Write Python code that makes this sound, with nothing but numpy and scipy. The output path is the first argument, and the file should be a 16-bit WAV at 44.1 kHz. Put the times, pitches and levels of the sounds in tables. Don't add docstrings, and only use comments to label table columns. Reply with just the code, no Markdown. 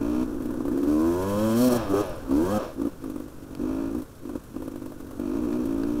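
import sys
import numpy as np
from scipy import signal
from scipy.fft import rfft, irfft
from scipy.io import wavfile
from scipy.ndimage import uniform_filter1d

SR = 44100
rng = np.random.default_rng(int(sys.argv[2]) if len(sys.argv) > 2 else 0)


def digitize_waveform(pressure):
    field = np.atleast_2d(pressure).T
    bounded = np.clip(field, -1, 1)
    quanta = np.round(bounded * 32767).astype(np.int16)
    wavfile.write(sys.argv[1], SR, quanta)


N = 264600
TIME = np.arange(N) / SR
MID_SPEED = 81.9

# (time [s], speed [turns/s])
CRANK_SPEED = [(0,56.8),(.12,60.3),(.24,64),(.38,52),(.63,58),(.8,67),(.87,73.5),(.97,77),(1.05,82.5),(1.13,86.3),(1.27,98.5),(1.35,102),(1.45,110.3),(1.52,111.3),(1.57,117),(1.64,127),(1.69,125.5),(1.72,121.5),(1.76,120.5),(1.81,110),(1.9,97),(1.94,97.5),(2.015,104.5),(2.05,94),(2.16,80),(2.25,66.5),(2.32,67),(2.41,82),(2.53,105),(2.57,106.3),(2.61,96.5),(2.7,80),(2.78,52.1),(2.86,67.3),(2.97,51.7),(3.27,48),(3.59,45.7),(3.64,50.5),(3.7,53.5),(3.76,53.6),(3.79,55.6),(3.9,55),(3.98,57.7),(4.06,49),(4.64,50.7),(5.05,45.9),(5.2,49.5),(5.25,48.6),(5.31,51.2),(5.39,60),(5.43,61),(5.46,57.3),(5.495,56.8),(5.53,60.8),(5.57,62.5),(5.61,61),(5.655,54),(5.7,55.3),(5.82,55.7),(5.9,59.6),(6,59.3)]
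# (opens [s], shuts [s], effort [dB], swell over the pull [dB],
# roughness [0-1], airbox opening [0-1], extra bite of the pipe [dB])
THROTTLE_PULLS = [(0.0, 0.233, -5.5, 3.5, 0.06, 0.21, 2), (0.23, 0.667, -11, 0.5, 0.84, 0.32, 0),
                  (0.684, 0.872, -6, 3, 0.62, 0.36, -1.5), (0.879, 1.683, 0, 1.5, 0.04, 0, -1.5),
                  (1.71, 1.733, 0.5, 4, 0.19, 0.2, -1.5), (1.748, 1.77, 0, 3.5, 0.16, 0.2, -1),
                  (1.91, 1.931, -1, -1, 0.2, 0, -2.5), (1.943, 2.014, 1, -1, 0.07, 0.75, 2),
                  (2.284, 2.302, -8, 7, 0.2, 0.05, 0), (2.324, 2.579, 0, 0.5, 0.12, 0, -1.5),
                  (2.595, 2.634, -13, -8.5, 0.66, 0.37, 2), (2.796, 2.88, -8, -2, 0.61, 0.29, -1),
                  (3.038, 3.261, -15.5, -5.5, 0.69, 0.18, 2), (3.273, 3.566, -25, 13, 1.1, 0.1, 4.5),
                  (3.603, 3.668, -7.5, 0.5, 0.25, 0.33, 0.5), (3.665, 3.893, -8.5, -2.5, 0.02, 0.25, 1.5),
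                  (3.901, 4.008, -10.5, 1, 0.83, 0.35, 0), (4.244, 4.368, -15, 3.5, 0.68, 0.36, 3),
                  (4.548, 4.915, -17.5, -3, 0.8, 0.31, 2.5), (4.913, 5.176, -22.5, 5, 0.72, 0.25, 2),
                  (5.203, 5.401, -8, 4.5, 0.1, 0.33, 1), (5.419, 5.454, -6, 4, 0.46, 0.18, 1),
                  (5.46, 5.575, -6.5, 1.5, 0.05, 0.39, 0), (5.582, 5.645, -7, -1.5, 0.4, 0.39, 1.5),
                  (5.663, 6.003, -6.5, 0.5, 0.09, 0.23, 0)]
# (speed [turns/s], roughness [0-1])
COASTING_ROUGHNESS = [(50, 0.62), (80, 0.1)]
# (level at full effort [dB], effort slope [dB/dB],
# speed slope [dB/octave], coasting level [dB], coasting speed slope [dB/octave])
BARK_LAW = (-40, 1.3, -2.5, -45.5, 28)
HISS_LAW = (-49.5, 1, 10.5, -58, 1.5)
DRONE_LAW = (-0.5, 2, -5, -24.5, 30)
DRONE_ORDERS_DB = [-4, 3.5, -3, 1.5, 0.5, -4]
# (frequency [Hz], gain [dB])
DUCT_RESPONSE = [(75, -33.5), (115, -31), (150, -45), (180, -41.5), (210, -30), (250, -21.5), (300, -30),
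                 (335, -24), (365, -29.5), (405, -39.5), (450, -35), (550, -28), (640, -38), (720, -50),
                 (860, -56)]
# (frequency [Hz], relative level [dB])
LOADED_ENVELOPE = [(450, -43.5), (580, -34), (660, -41), (750, -49), (840, -52), (920, -42.5), (1005, -38),
                   (1090, -44.5), (1160, -62), (1230, -45.5), (1320, -57), (1430, -46.5), (1570, -59),
                   (1710, -43), (1850, -79), (2300, -75)]
COASTING_ENVELOPE = [(430, -72), (520, -33.5), (600, -32.5), (700, -49), (800, -50.5), (860, -53),
                     (1000, -47), (1120, -64.5), (1200, -43), (1320, -63.5), (1520, -58), (1750, -50),
                     (1950, -80), (2300, -70)]
# (time [s], frequency factor [ratio])
PIPE_TUNING = [(0.9, 1.06), (1.2, 1), (1.45, 1.03), (1.75, 1.173), (1.98, 1.228), (2.35, 0.915),
               (2.45, 0.94), (2.55, 1.28)]
# (frequency [Hz], bandwidth [Hz], relative level [dB])
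SHELL_MODES = [(2518, 570, 7.5), (3133, 273, 5), (3918, 640, 4), (4330, 320, 2), (5553, 1500, 2)]
CHAMBER_MODES = [(2610, 83, -2.5), (3090, 66, 3.5), (3264, 109, 1), (3930, 120, -7), (4360, 78, -4),
                 (4650, 70, -10), (5425, 81, 0)]
# (frequency [Hz], relative spectral density [dB])
AIRBOX_SPECTRUM = [(30, -34), (60, -9), (115, -18), (165, -17), (195, -6.5), (215, -10), (255, 5.5),
                   (300, 7), (345, -2), (410, -15.5), (480, -12.5), (590, -19.5), (720, -54), (1200, -74.5),
                   (3000, -52)]
OPEN_AIRBOX_SPECTRUM = [(30, -49), (110, -4.5), (160, -46), (195, -21), (218, -4), (245, 6.5), (275, -19),
                        (310, -15.5), (358, 13.5), (395, -8), (460, -9.5), (545, -17.5), (610, -10.5),
                        (660, -14.5), (760, -36), (3000, -72)]
BARK_SPECTRUM = [(40, -29.5), (120, 6), (190, -9), (400, -0.5), (450, 3), (530, 12.5), (605, 6.5), (680, 0),
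                 (790, -5), (900, -0.5), (1030, 1), (1210, 1.5), (1320, -7.5), (1430, -4.5), (1560, -13.5),
                 (1720, -9), (1930, -31.5), (9000, -32.5)]
RASP_SPECTRUM = [(300, -19.5), (400, 9.5), (445, 16), (490, 13.5), (530, 0.5), (595, 9.5), (645, 7.5),
                 (700, -10), (790, 0), (830, -11), (930, 0.5), (1000, -1), (1090, 3), (1160, -0.5),
                 (1230, -1), (1310, -18), (1410, -0.5), (1500, -25), (1700, -10.5), (1900, -33),
                 (2250, -21), (2480, -13.5), (2800, -21), (6000, -32)]
SPIT_SPECTRUM = [(1000, 3.5), (3000, 3), (6000, -2.5), (9000, 3.5), (14500, 4), (16000, -3)]
ROAR_SPECTRUM = [(1000, -20), (2800, -16), (3130, 1.5), (3700, -8.5), (4400, 6), (4850, -4.5), (5600, 7),
                 (6200, -2.5), (8500, -0.5), (14500, 0), (16000, -7)]
SLAP_SPECTRUM = [(1000, 7), (2000, 0), (2600, 4.5), (2900, 1), (3150, 1), (3600, 2), (4200, -2.5),
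                 (4900, -4.5), (5450, 3), (6000, -8.5), (14000, -13)]
HISS_SPECTRUM = [(500, -12), (1900, -0.5), (3500, -2), (5000, -3), (5700, -0.5), (7000, -1.5),
                 (11000, -1.5), (14500, -2.5), (16000, -8.5)]
TICK_SPECTRUM = [(3000, -25), (8000, -11), (10000, 3.5), (14500, -5.5), (16000, -14)]
RUMBLE_SPECTRUM = [(10, 7.5), (25, -3.5), (65, -1), (95, -6), (130, -4), (170, -10.5), (270, -6),
                   (500, -12), (800, -22.5), (1500, -21), (2200, -47.5)]
# (time [s], relative bark level [dB], relative spit level [dB])
HARD_FIRINGS = [(0.422, -57, -58), (0.456, -45, -57.5), (0.506, -40, -59.5), (0.54, -40, -64.5),
                (0.605, -41, -71), (0.653, -38, -60), (0.681, -37.5, -57), (0.715, -39, -61.5),
                (0.775, -41, -56.5), (0.831, -40, -55.5), (2.31, -30.5, -57), (2.817, -40.5, -57.5),
                (2.852, -38.5, -60), (2.869, -40, -67), (3.04, -42, -58), (3.098, -46, -56),
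                (3.16, -43, -60.5), (3.201, -45, -59.5), (3.281, -48, -62), (3.949, -44, -58),
                (3.982, -46.5, -60), (4.02, -47.5, -56), (4.293, -40.5, -62), (4.355, -39.5, -62),
                (4.437, -66.5, -61.5), (4.563, -44.5, -68), (4.621, -38.5, -58), (4.678, -41, -58),
                (4.759, -43.5, -59.5), (4.82, -45.5, -66), (4.859, -41, -57.5), (4.92, -43.5, -62),
                (5.003, -45.5, -59), (5.068, -58, -63), (5.11, -45, -59), (5.196, -42, -58),
                (5.655, -41, -54)]
# (time [s], level [dB], 60 dB decay time [s], ringing share [0-1])
KNOCKS = [(3.551, -33.5, 0.0072, 0), (5.528, -39, 0.0385, 0.17), (5.835, -37.5, 0.017, 0.75)]
# (frequency [Hz], relative level [dB])
KNOCK_MODES = [(1550, 9), (2700, -8), (4100, -4), (4750, -3), (5400, -12)]
# (time [s], level [dB])
TICKS = [(2.029, -53), (2.039, -46), (2.058, -46), (2.067, -47.5), (2.094, -45), (2.152, -54), (2.161, -50),
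         (2.216, -55)]
# (time [s], level [dB])
RUMBLE_LEVEL = [(0, -35), (1.1, -39), (1.42, -37), (1.55, -47.5), (1.77, -34.5), (2.4, -37), (2.8, -43),
                (3.45, -43), (3.8, -37.5), (4.1, -45), (4.9, -43), (6, -36)]


def intake(fired, turns, effort, rough, opening, merge_hz=73, smooth_hz=97, range_hz=12, settle_s=0.099):
    speed = curve(CRANK_SPEED)
    fast = np.clip((speed - merge_hz) / range_hz, 0, 1)
    flow = fade(amp(effort), settle_s) / (settle_s * SR)
    settled = np.clip(flow + np.maximum(speed - smooth_hz, 0) / range_hz, 0, 1) ** 2
    blur = 0.017 * (1 - rough)
    shut_gulps = steady(airbox((1 - blur) * fired + blur * scatter(fired)))
    open_gulps = steady(scatter(airbox(fired, OPEN_AIRBOX_SPECTRUM)))
    gulps = steady((1 - opening) * shut_gulps + opening * open_gulps)
    thumps = gulps * amp(effort - 20) * (1 - 0.968 * fast * settled)
    unsteady = 0.082 + rough
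    tuning = 1 + 0.4 * opening
    drone = np.zeros(N)
    for order, db in enumerate(DRONE_ORDERS_DB, 1):
        lag = np.pi + np.pi * order ** 2 / 4
        partial = np.cos(2 * np.pi * order * turns - lag + unsteady * wander(28))
        duct_db = lookup(order * speed / tuning, DUCT_RESPONSE)
        drone += amp(db + duct_db) * (1 + unsteady * wander(22.5)) * partial
    return thumps + np.sqrt(2) * fast * loudness(DRONE_LAW, effort) * drone


def airbox(x, spectrum=AIRBOX_SPECTRUM, delay_s=0.00385):
    return colour(np.interp(TIME - delay_s, TIME, x, left=0), spectrum, causal=0.448)


def exhaust(fired, rough, bite, puff_s=0.0184):
    steps = steady(scatter(fired))
    puffs = steady(fade(fired, puff_s) * noise())
    bark = steady(colour(steps + amp(-19 + 15 * rough) * puffs, BARK_SPECTRUM))
    shell = resonate(steps + amp(-5) * puffs, SHELL_MODES)
    bark_gain = amp(4 - 6 * evenness(rough))
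    shell_gain = amp(-16 - 3 * octaves() + 0.84 * bite)
    return amp(-merged()) * (bark_gain * bark + shell_gain * shell)


def rasp(turns, effort, rough):
    regular = firings(turns, np.zeros(N))
    pulses = steady(colour(scatter(regular, smear_s=0.0077), RASP_SPECTRUM))
    return evenness(rough) * (1 - merged()) * amp(-32 + 0.997 * effort) * pulses


def pipe_harmonics(turns, effort, rough, bite, silencer_hz=1690, nasal_hz=974, nasal_speed=94.8):
    speed, tuning = curve(CRANK_SPEED), curve(PIPE_TUNING)
    load = np.clip(amp(effort), 0, 1)
    climb = octaves(reference=95.4)
    unsteady = 0.4 + 0.89 * rough
    nasal_gain = load * amp(-45.5) * bell(speed, nasal_speed, 20)
    tone = np.zeros(N)
    for order in range(5, 21):
        hz = order * speed
        loaded_db = lookup(hz / tuning, LOADED_ENVELOPE) + bite + 6 * climb
        coasting_db = lookup(hz, COASTING_ENVELOPE) + 26 * climb
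        absorbed_db = 0.3 * np.maximum(hz - silencer_hz, 0)
        nasal = nasal_gain * bell(hz, nasal_hz * tuning, 89)
        lag = np.pi * order ** 2 / 40
        partial = np.cos(2 * np.pi * order * turns - lag + unsteady * wander(38))
        db = load * loaded_db + (1 - load) * coasting_db - absorbed_db + 2 * wander(4.85)
        tone += (amp(db) + nasal) * partial
    return merged() * tone


def pops(effort, thump_lead_s=0.00314, crack_lead_s=0.0012):
    peak_s, bark_db, spit_db = np.transpose(HARD_FIRINGS)
    thump_s, crack_s = peak_s - thump_lead_s, peak_s - crack_lead_s
    thump = airbox(clicks(thump_s, amp(-18 + 0.88 * np.interp(thump_s, TIME, effort))))
    crack = burst(crack_s, amp(bark_db + 6), BARK_SPECTRUM, decay_s=0.0077)
    spit = burst(crack_s, amp(spit_db + 10), SPIT_SPECTRUM, decay_s=0.01)
    return thump + crack + spit


def boom(turns, effort, resonance_hz=345, width_hz=34):
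    tuned = bell(3 * curve(CRANK_SPEED), resonance_hz, width_hz)
    return unloaded(effort) * tuned * amp(-25) * np.cos(6 * np.pi * turns)


def roar(fired, effort, onset_speed=112.6, speed_range=9.76):
    flow = (1 + fade(fired, 0.0088)) * amp(1.5 * wander(36))
    onset = np.clip((curve(CRANK_SPEED) - onset_speed) / speed_range, 0, 1)
    return onset * amp(effort - 38) * steady(colour(flow * noise(), ROAR_SPECTRUM))


def chamber_ring(fired, effort, tuned_speed=112, speed_range=17):
    gain = bell(curve(CRANK_SPEED), tuned_speed, speed_range) * amp(-50 + 0.37 * effort)
    shake = steady(scatter(fired)) + 0.6 * noise()
    return gain * resonate(shake, CHAMBER_MODES)


def piston_slap(fired, effort):
    slap = steady(scatter(fired)) + 0.8 * noise()
    return unloaded(effort) * amp(-52.5 + 22 * octaves()) * steady(colour(slap, SLAP_SPECTRUM))


def hiss(fired, turns, effort, gulp_s=0.074, zing_orders=(72, 62)):
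    flow = (1 + fade(fired, gulp_s)) * amp(1.5 * wander(21.8))
    partials = sum(np.cos(2 * np.pi * order * turns) for order in zing_orders)
    zing = amp(effort - 11) * wander(770) * partials
    return loudness(HISS_LAW, effort) * (steady(colour(flow * noise(), HISS_SPECTRUM)) + zing)


def hum(turns):
    return sum(amp(db + 2 * wander(2.5)) * np.sin(2 * np.pi * order * turns)
               for order, db in [(2, -57), (3, -53)])


def knocks():
    out = np.zeros(N)
    for start, db, t60, ring_share in KNOCKS:
        age = np.maximum(TIME - start, 0)
        ring = sum(amp(mode_db) * np.sin(2 * np.pi * hz * age) for hz, mode_db in KNOCK_MODES)
        snap = steady(fade(noise(), .0001))
        envelope = (age > 0) * amp(db - 60 * np.minimum(age / t60, 3))
        out += envelope * (ring_share * ring + (1 - ring_share) * snap)
    return out


def ticks():
    times, db = np.transpose(TICKS)
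    return burst(times, amp(db), TICK_SPECTRUM, decay_s=0.0038, rise_s=0.0005)


def ride():
    return amp(curve(RUMBLE_LEVEL)) * steady(colour(noise(), RUMBLE_SPECTRUM), size=8000)


def forest(x, t60=0.5, delay_s=0.02):
    t = TIME[:SR // 2]
    tail = rng.standard_normal(len(t)) * amp(-60 * t / t60) * (t > delay_s)
    return x + amp(-17) * signal.oaconvolve(x, tail / np.linalg.norm(tail))[:N]


def throttle(rise_db_per_s=412, fall_db_per_s=754, shut_db=-40.0, lag_s=0.0077):
    effort = np.full(N, shut_db)
    rough = lookup(curve(CRANK_SPEED), COASTING_ROUGHNESS)
    opening, bite = np.zeros((2, N))
    for opens, shuts, db, swell_db, uneven, wide, bite_db in THROTTLE_PULLS:
        held = db + swell_db * (np.clip((TIME - opens) / (shuts - opens), 0, 1) - .5)
        before, after = np.maximum(opens - TIME, 0), np.maximum(TIME - shuts, 0)
        pull = held - rise_db_per_s * before - fall_db_per_s * after
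        rules = pull > effort
        effort[rules], rough[rules], opening[rules], bite[rules] = pull[rules], uneven, wide, bite_db
    rough, opening, bite = (fade(x, lag_s) / (lag_s * SR) for x in (rough, opening, bite))
    return effort, np.clip(rough, 0, 1), np.clip(opening, 0, 1), bite


def crank(rough, lead_s=.003):
    turns = np.cumsum(curve(CRANK_SPEED)) / SR
    hard_s = np.asarray(HARD_FIRINGS)[:, 0] - lead_s
    slip = np.cumsum(rough ** 3 + 1e-6)
    excess = np.unwrap(np.interp(hard_s, TIME, turns) % 1, period=1)
    return turns - np.interp(slip, np.interp(hard_s, TIME, slip), excess)


def firings(turns, rough, jitter_s=.0007):
    times = np.interp(np.arange(np.ceil(turns[0]), turns[-1]), turns, TIME)
    uneven = np.interp(times, TIME, rough)
    late, strong = rng.standard_normal((len(times), 2)).T
    return clicks(times + jitter_s * uneven * late, amp((.4 + 2.2 * uneven) * strong))


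def loudness(law, effort):
    full_db, per_effort, per_octave, coast_db, coast_per_octave = law
    driven = amp(full_db + per_effort * effort + per_octave * octaves())
    return np.hypot(driven, amp(coast_db + coast_per_octave * octaves()))


def merged(from_hz=64, width_hz=16):
    return np.clip((curve(CRANK_SPEED) - from_hz) / width_hz, 0, 1)


def evenness(rough, stutter=0.36):
    return np.clip(1 - rough / stutter, 0, 1)


def unloaded(effort):
    return np.clip(1 - amp(effort), 0, 1)


def octaves(reference=MID_SPEED):
    return np.log2(curve(CRANK_SPEED) / reference)


def burst(times, sizes, spectrum, decay_s, rise_s=0.0012):
    envelope = fade(fade(clicks(times, sizes), rise_s), decay_s) / (rise_s * SR)
    return envelope * steady(colour(noise(), spectrum), size=400)


def scatter(x, smear_s=0.016):
    t = TIME[:2048]
    paths = rfft(rng.standard_normal(len(t)) * np.exp(-t / smear_s), 4096)
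    return signal.oaconvolve(x, np.fft.fftshift(irfft(paths / abs(paths))), "same")


def resonate(x, modes):
    out = np.zeros(N)
    for hz, width, db in modes:
        b, a = signal.iirpeak(hz, hz / width, SR)
        out += amp(db) * signal.lfilter(b, a, signal.lfilter(b, a, x))
    return steady(out)


def colour(x, spectrum, causal=0.89, size=4096):
    hz, db = np.transpose(spectrum)
    log_hz = np.log(abs(np.fft.fftfreq(size, 1 / SR)) + 1)
    log_gain = np.log(amp(np.interp(log_hz, np.log(hz), db)))
    phase = -causal * signal.hilbert(log_gain).imag
    taps = np.fft.fftshift(np.fft.ifft(np.exp(log_gain + 1j * phase)).real)
    return signal.oaconvolve(x, taps / abs(taps).max(), "same")


def clicks(times, sizes):
    at = np.clip(times * SR, 0, N - 2)
    whole = at.astype(int)
    return np.bincount(whole, sizes * (1 - at % 1), N) + np.bincount(whole + 1, sizes * (at % 1), N)


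def fade(x, seconds):
    return signal.lfilter([1], [1, -np.exp(-1 / (seconds * SR))], x)


def steady(x, size=2600):
    return x / np.sqrt(abs(uniform_filter1d(uniform_filter1d(x * x, size), size)) + 1e-14)


def wander(hz):
    coarse = TIME[::12]
    lowpass = signal.butter(2, hz, fs=1 / coarse[1], output="sos")
    x = signal.sosfilt(lowpass, rng.standard_normal(len(coarse)))
    return np.interp(TIME, coarse, x / x.std())


def noise():
    return rng.standard_normal(N)


def bell(x, centre, width):
    return np.exp(-((x - centre) / width) ** 2)


def lookup(x, table):
    return np.interp(x, *np.transpose(table))


def curve(table):
    return lookup(TIME, table)


def amp(db):
    return 10 ** (np.asarray(db) / 20)


def scene():
    effort, rough, opening, bite = throttle()
    turns = crank(rough)
    fired = firings(turns, rough)
    barks = loudness(BARK_LAW, effort) * exhaust(fired, rough, bite) + rasp(turns, effort, rough)
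    pipe = amp(bite) * barks + pipe_harmonics(turns, effort, rough, bite)
    metal = chamber_ring(fired, effort) + piston_slap(fired, effort)
    air = hiss(fired, turns, effort) + roar(fired, effort)
    engine = intake(fired, turns, effort, rough, opening) + forest(pipe + metal) + air
    engine += hum(turns) + boom(turns, effort) + pops(effort)
    return (engine + knocks() + ticks() + ride())[None]


def record(dry, edge_hz=15750):
    lowpass = signal.firwin(401, edge_hz, window=("kaiser", 8), fs=SR)
    return signal.oaconvolve(dry, lowpass[None], "same")


dry = scene()
out = record(dry)
digitize_waveform(out)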